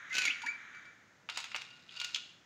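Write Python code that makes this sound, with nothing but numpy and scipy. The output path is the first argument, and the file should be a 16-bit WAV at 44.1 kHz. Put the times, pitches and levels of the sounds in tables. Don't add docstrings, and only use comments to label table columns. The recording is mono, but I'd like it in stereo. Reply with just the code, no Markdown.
import sys
import numpy as np
from scipy import signal
from scipy.fft import irfft
from scipy.io import wavfile

SR = 44100
rng = np.random.default_rng(int(sys.argv[2]) if len(sys.argv) > 2 else 0)


def bounce(signal):
    frames = np.transpose(np.atleast_2d(signal))
    limited = np.clip(frames, -1, 1)
    pcm = np.round(limited * 32767).astype(np.int16)
    wavfile.write(sys.argv[1], SR, pcm)


N = 108045
T = np.arange(N) / SR


def from_db(db):
    return 10 ** (np.asarray(db) / 20)


def rms_one(x):
    return x / np.sqrt(np.mean(x ** 2) + 1e-20)


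def in_time(rows):
    return np.interp(T, *np.transpose(rows))


def at_hz(points, hz):
    table_hz, values = np.transpose(points)
    return np.interp(np.log(hz + 1e-9), np.log(table_hz), values)


def fade(t, t60):
    return np.exp(-np.log(1000) * t / t60)


def passage(rows):
    return from_db(in_time(rows)) * (T >= rows[0][0]) * (T <= rows[-1][0])


def pan(db):
    gains = from_db(np.array([[.5], [-.5]]) * db)
    return gains / np.sqrt(np.mean(gains ** 2, axis=0))


def add(out, s, x):
    i = max(int(s * SR), 0)
    out[:, i:i + x.shape[-1]] += x[..., :N - i]


# (frequency [Hz], left-right correlation)
SIDE_LIKENESS = [(650, 0.57), (1400, 0)]


def noise(colour, size, sides=None, levels=None):
    hz = np.arange(size // 2 + 1) * SR / size
    apart = np.arccos(np.clip(at_hz(SIDE_LIKENESS, hz), -1, 1)) * rng.choice([-.5, .5], len(hz))
    phase = rng.uniform(0, 2 * np.pi, len(hz)) + np.array([apart, -apart])
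    spectrum = np.exp(1j * phase) * rms_one(from_db(at_hz(colour, hz))) * np.sqrt(size)
    if sides is not None:
        spectrum = spectrum * pan(at_hz(sides, hz))
    if levels is not None:
        spectrum = spectrum * from_db(at_hz(levels, hz))
    return irfft(spectrum, size)


ATTACK_S = 0.00061


def snap(burst, t60):
    t = T[:burst.shape[1]]
    return burst * fade(t, t60) * (1 - np.exp(-(t / ATTACK_S) ** 2))


def ring(clicks, hz, t60):
    turn = np.exp(2j * np.pi * np.cumsum(hz + 0 * T) / SR)
    mode = turn * signal.lfilter([1], [1, -fade(1 / SR, t60)], clicks + 1e-18)
    mode = signal.lfilter([.2], [1, -.8 * np.exp(2j * np.pi * np.mean(hz) / SR)], mode)
    return np.array([mode.real, mode.imag])


def strikes(rows):
    out = np.zeros(N)
    for s, db in rows:
        out[int(s * SR)] += from_db(db)
    return out


GRAIN_SPREAD_DB = 5.5


def patter(per_s):
    size_db = GRAIN_SPREAD_DB * np.minimum(rng.exponential(1, N), 2)
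    sizes = from_db(size_db) * rng.choice([-1, 1], N)
    return rms_one(sizes * (rng.random(N) < per_s / SR))


CLACK_T60_S = 0.023


def crackle(colour, sides, per_s):
    tick = snap(noise(colour, size=512, sides=sides), CLACK_T60_S)
    return rms_one(signal.fftconvolve(patter(per_s)[None], tick)[:, :N])


NEAR_T60_S, NEAR_DB, ROOM_T60_S, ROOM_DB = 0.11, -5.5, 0.59, -8
WALL_CUT_HZ = 8400


def kitchen(x):
    t, response = T[:SR], 0
    for t60, db, build_s in ((NEAR_T60_S, NEAR_DB, .003), (ROOM_T60_S, ROOM_DB, .012)):
        build_up = 1 - np.exp(-(t / build_s) ** 2)
        echoes = rng.standard_normal((2, SR)) * fade(t, t60) * build_up
        response = response + from_db(db) * rms_one(echoes) / np.sqrt(SR)
    response = signal.lfilter(*signal.butter(1, min(WALL_CUT_HZ, .45 * SR), fs=SR), response)
    return signal.fftconvolve(x, response, axes=1)[:, :N]


# (frequency [Hz], level [dB])
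HUSH_COLOUR = [(25, -33.5), (110, -1), (240, -2), (400, -7.5), (1500, -10), (5000, -17.5), (6700, -15.5),
               (9000, -36)]
HUSH_DB = -65


def hush():
    return from_db(HUSH_DB) * noise(HUSH_COLOUR, size=N)


# (time [s], level [dB])
GLIDE_LEVEL = [(0, -47.5), (.3, -48), (.5, -49.5), (.79, -50), (1, -61), (1.25, -67.5)]
# (frequency [Hz], level [dB])
GLIDE_COLOUR = [(500, -23.5), (950, -13), (1350, 3), (1750, 6.5), (2250, 2), (2700, -11.5), (3850, -9.5),
                (4700, -31.5), (6500, -13.5), (8500, -44)]
# (frequency [Hz], left minus right [dB])
BOWL_PAN = [(5000, 4.5), (6700, -1.5), (8500, 11.5)]


def glide():
    return from_db(in_time(GLIDE_LEVEL)) * noise(GLIDE_COLOUR, size=N, sides=BOWL_PAN)


# (time [s], low level [dB], middle level [dB], high level [dB])
BOWL_CLACKS = [(1.2886, -15.5, -30.5, -38), (1.2975, -25, -28.5, -22), (1.3727, -10.5, -25.5, -11),
               (1.385, -27, -33, -26), (1.402, -26, -34.5, -22), (1.4414, -26, -33, -23),
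               (1.5162, -27.5, -34, -36), (1.545, -16, -26, -49), (1.552, -17, -40, -27),
               (1.561, -17, -29, -18.5), (1.6176, -29, -36.5, -27), (1.8921, -76, -35.5, -59),
               (1.9997, -72, -21, -17.5), (2.0138, -24, -30, -20.5), (2.0451, -31, -27.5, -14.5),
               (2.1452, -61, -14.5, -17), (2.1595, -28.5, -25.5, -17.5)]
CLACK_BANDS_HZ = [1000, 3200, 8000]
# (frequency [Hz], level [dB])
CLACK_COLOUR = [(200, -48), (700, -14.5), (1450, -1.5), (1800, -4.5), (2500, 7.5), (4900, -3.5),
                (5700, -11), (6800, -10), (9500, -31.5), (15000, -39)]
# (time [s], level [dB])
SCRAPE_LEVEL = [(1.3, -47), (1.42, -48), (1.5, -56.5), (1.58, -49), (1.68, -58), (1.86, -65), (2, -42),
                (2.17, -53.5)]
# (time [s], level [dB])
BOWL_TAPS = [(1.3735, -60), (1.545, -43), (1.71, -51.5), (1.9702, -40.5), (2.0145, -36.5), (2.1463, -44)]
# (frequency [Hz], gain [dB], decay t60 [s])
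BOWL_MODES = [(1439, -9.5, 0.35), (2829, 4.5, 0.2), (4600, 1.5, 0.042), (5340, -21, 0.074)]
GRAINS_PER_S = 280
SCRAPE_RING_DB = -38.5


def bowl():
    out = passage(SCRAPE_LEVEL) * crackle(CLACK_COLOUR, BOWL_PAN, GRAINS_PER_S)
    for s, *levels_db in BOWL_CLACKS:
        bands = list(zip(CLACK_BANDS_HZ, levels_db))
        burst = noise(CLACK_COLOUR, size=1024, sides=BOWL_PAN, levels=bands)
        add(out, s, snap(burst, CLACK_T60_S))
    for hz, db, t60 in BOWL_MODES:
        scrape = from_db(SCRAPE_RING_DB) * passage(SCRAPE_LEVEL) * patter(GRAINS_PER_S)
        drive = strikes(BOWL_TAPS) + scrape
        out += from_db(db) * pan(at_hz(BOWL_PAN, hz)) * ring(drive, hz, t60)
    return out


# (time [s], level [dB])
SPLASH_LEVEL = [(.095, -56), (.145, -42.5), (.27, -43.5), (.4, -70.5)]
# (frequency [Hz], level [dB])
CLINK_COLOUR = [(70, -35), (240, -18), (950, -19), (1400, -10), (2300, 4.5), (5500, -5.5), (6900, -5.5),
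                (8200, -24.5), (15000, -34)]
# (frequency [Hz], left minus right [dB])
GLASS_PAN = [(2500, -1.5), (6700, -5), (9000, 5)]
DROPS_PER_S, DROP_HZ = 1400, (1500, 3965)
DROP_CYCLES = 23
SPRAY_DB = -1.5


def splash(count=20):
    clicks, dealt = patter(DROPS_PER_S), rng.integers(0, count, N)
    rings = 0
    for k, hz in enumerate(np.geomspace(*DROP_HZ, count)):
        drops = ring(clicks * (dealt == k), hz, DROP_CYCLES / hz)
        rings = rings + drops[::(-1) ** k]
    spray = from_db(SPRAY_DB) * crackle(CLINK_COLOUR, GLASS_PAN, DROPS_PER_S)
    return passage(SPLASH_LEVEL) * (rms_one(rings) + spray)


# (time [s], length [s], first pitch [Hz], pitch after one length [Hz], level [dB], left minus right [dB])
BUBBLE_PLOPS = [(0.101, 0.042, 1994, 2153, -33, -5), (0.2756, 0.005, 2170, 2120, -18.5, -6),
                (0.273, 0.025, 222, 330, -49.5, -3), (0.2813, 0.0054, 2370, 2270, -19, 9),
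                (0.296, 0.022, 2333, 3374, -26, 3), (0.434, 0.019, 846.6, 1070, -37, -2),
                (0.442, 0.033, 228, 305, -52.5, 2), (0.462, 0.023, 1500, 2420, -32, -1),
                (0.478, 0.04, 2230, 2443, -31, 7.5)]
PLOP_RISE = 0.34


def juice():
    out = np.zeros((2, N))
    for s, length, first_hz, last_hz, db, side_db in BUBBLE_PLOPS:
        u = T[:int(2 * length * SR)] / length
        phase = 2 * np.pi * np.cumsum(first_hz * (last_hz / first_hz) ** u) / SR
        swell = (u / PLOP_RISE * np.exp(1 - u / PLOP_RISE)) ** 2
        tone = np.array([np.sin(phase), np.sin(phase + np.pi / 3)])
        add(out, s, from_db(db) * pan(side_db) * swell * tone)
    return out


# (time [s], ring drive level [dB], clack level [dB])
GLASS_CLINKS = [(.128, -39, -36.5), (.1415, -46, -29), (.1515, -47.5, -23), (.167, -48, -24),
                (.1818, -32.5, -18.5), (0.2178, -65, -24.5), (.239, -56, -30), (.252, -32.5, -22),
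                (.278, -62, -32), (.4188, -39.5, -39), (.462, -38.5, -34.5), (.747, -46, -53),
                (.853, -48, -54)]
# (frequency [Hz], gain [dB], decay t60 [s], pitch sag at full height [share])
GLASS_MODES = [(1511, -2.5, 0.19, .07), (2582, 4, 0.29, 0.15), (4706, -6, 0.17, 0.011),
               (6920, -6, 0.18, 0.034), (9300, -15, 0.13, 0.033), (13200, -25, .12, .01)]
# (time [s], height [share of the highest])
JUICE_HEIGHT = [(.19, 0.018), (.228, 0.35), (.268, 0.99), (.3, .82), (.55, .68)]
CLINK_T60_S = 0.039
SOFT_DULLING = 0.56
RUB_FROM_S, RUB_TO_S = 0.2, 0.21
RUB_DB = -53.5


def glass():
    out, height = np.zeros((2, N)), in_time(JUICE_HEIGHT)
    for s, _, db in GLASS_CLINKS:
        clack = snap(noise(CLINK_COLOUR, size=2048, sides=GLASS_PAN), CLINK_T60_S)
        add(out, s, from_db(db) * clack)
    rub_gain = passage([(RUB_FROM_S, RUB_DB), (RUB_TO_S, RUB_DB)])
    rub = np.abs(patter(GRAINS_PER_S)) * rub_gain / 2
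    hardest = max(db for _, db, _ in GLASS_CLINKS)
    lowest_hz = GLASS_MODES[0][0]
    for hz, level_db, t60, sag in GLASS_MODES:
        dulling = SOFT_DULLING * np.log2(hz / lowest_hz)
        touches = strikes([(s, db - dulling * (hardest - db)) for s, db, _ in GLASS_CLINKS])
        drive = touches + rub * lowest_hz / hz
        ringing = ring(drive, hz * (1 - sag * height), t60)
        out += from_db(level_db) * pan(at_hz(GLASS_PAN, hz)) * ringing
    return out


def scene():
    near = glass() + juice() + splash() + bowl()
    return near + kitchen(near) + glide() + hush()


CUTOFF_HZ = 15700


def record(dry):
    return signal.sosfilt(signal.ellip(10, .2, 80, CUTOFF_HZ, fs=SR, output="sos"), dry)


dry = scene()
out = record(dry)
bounce(out)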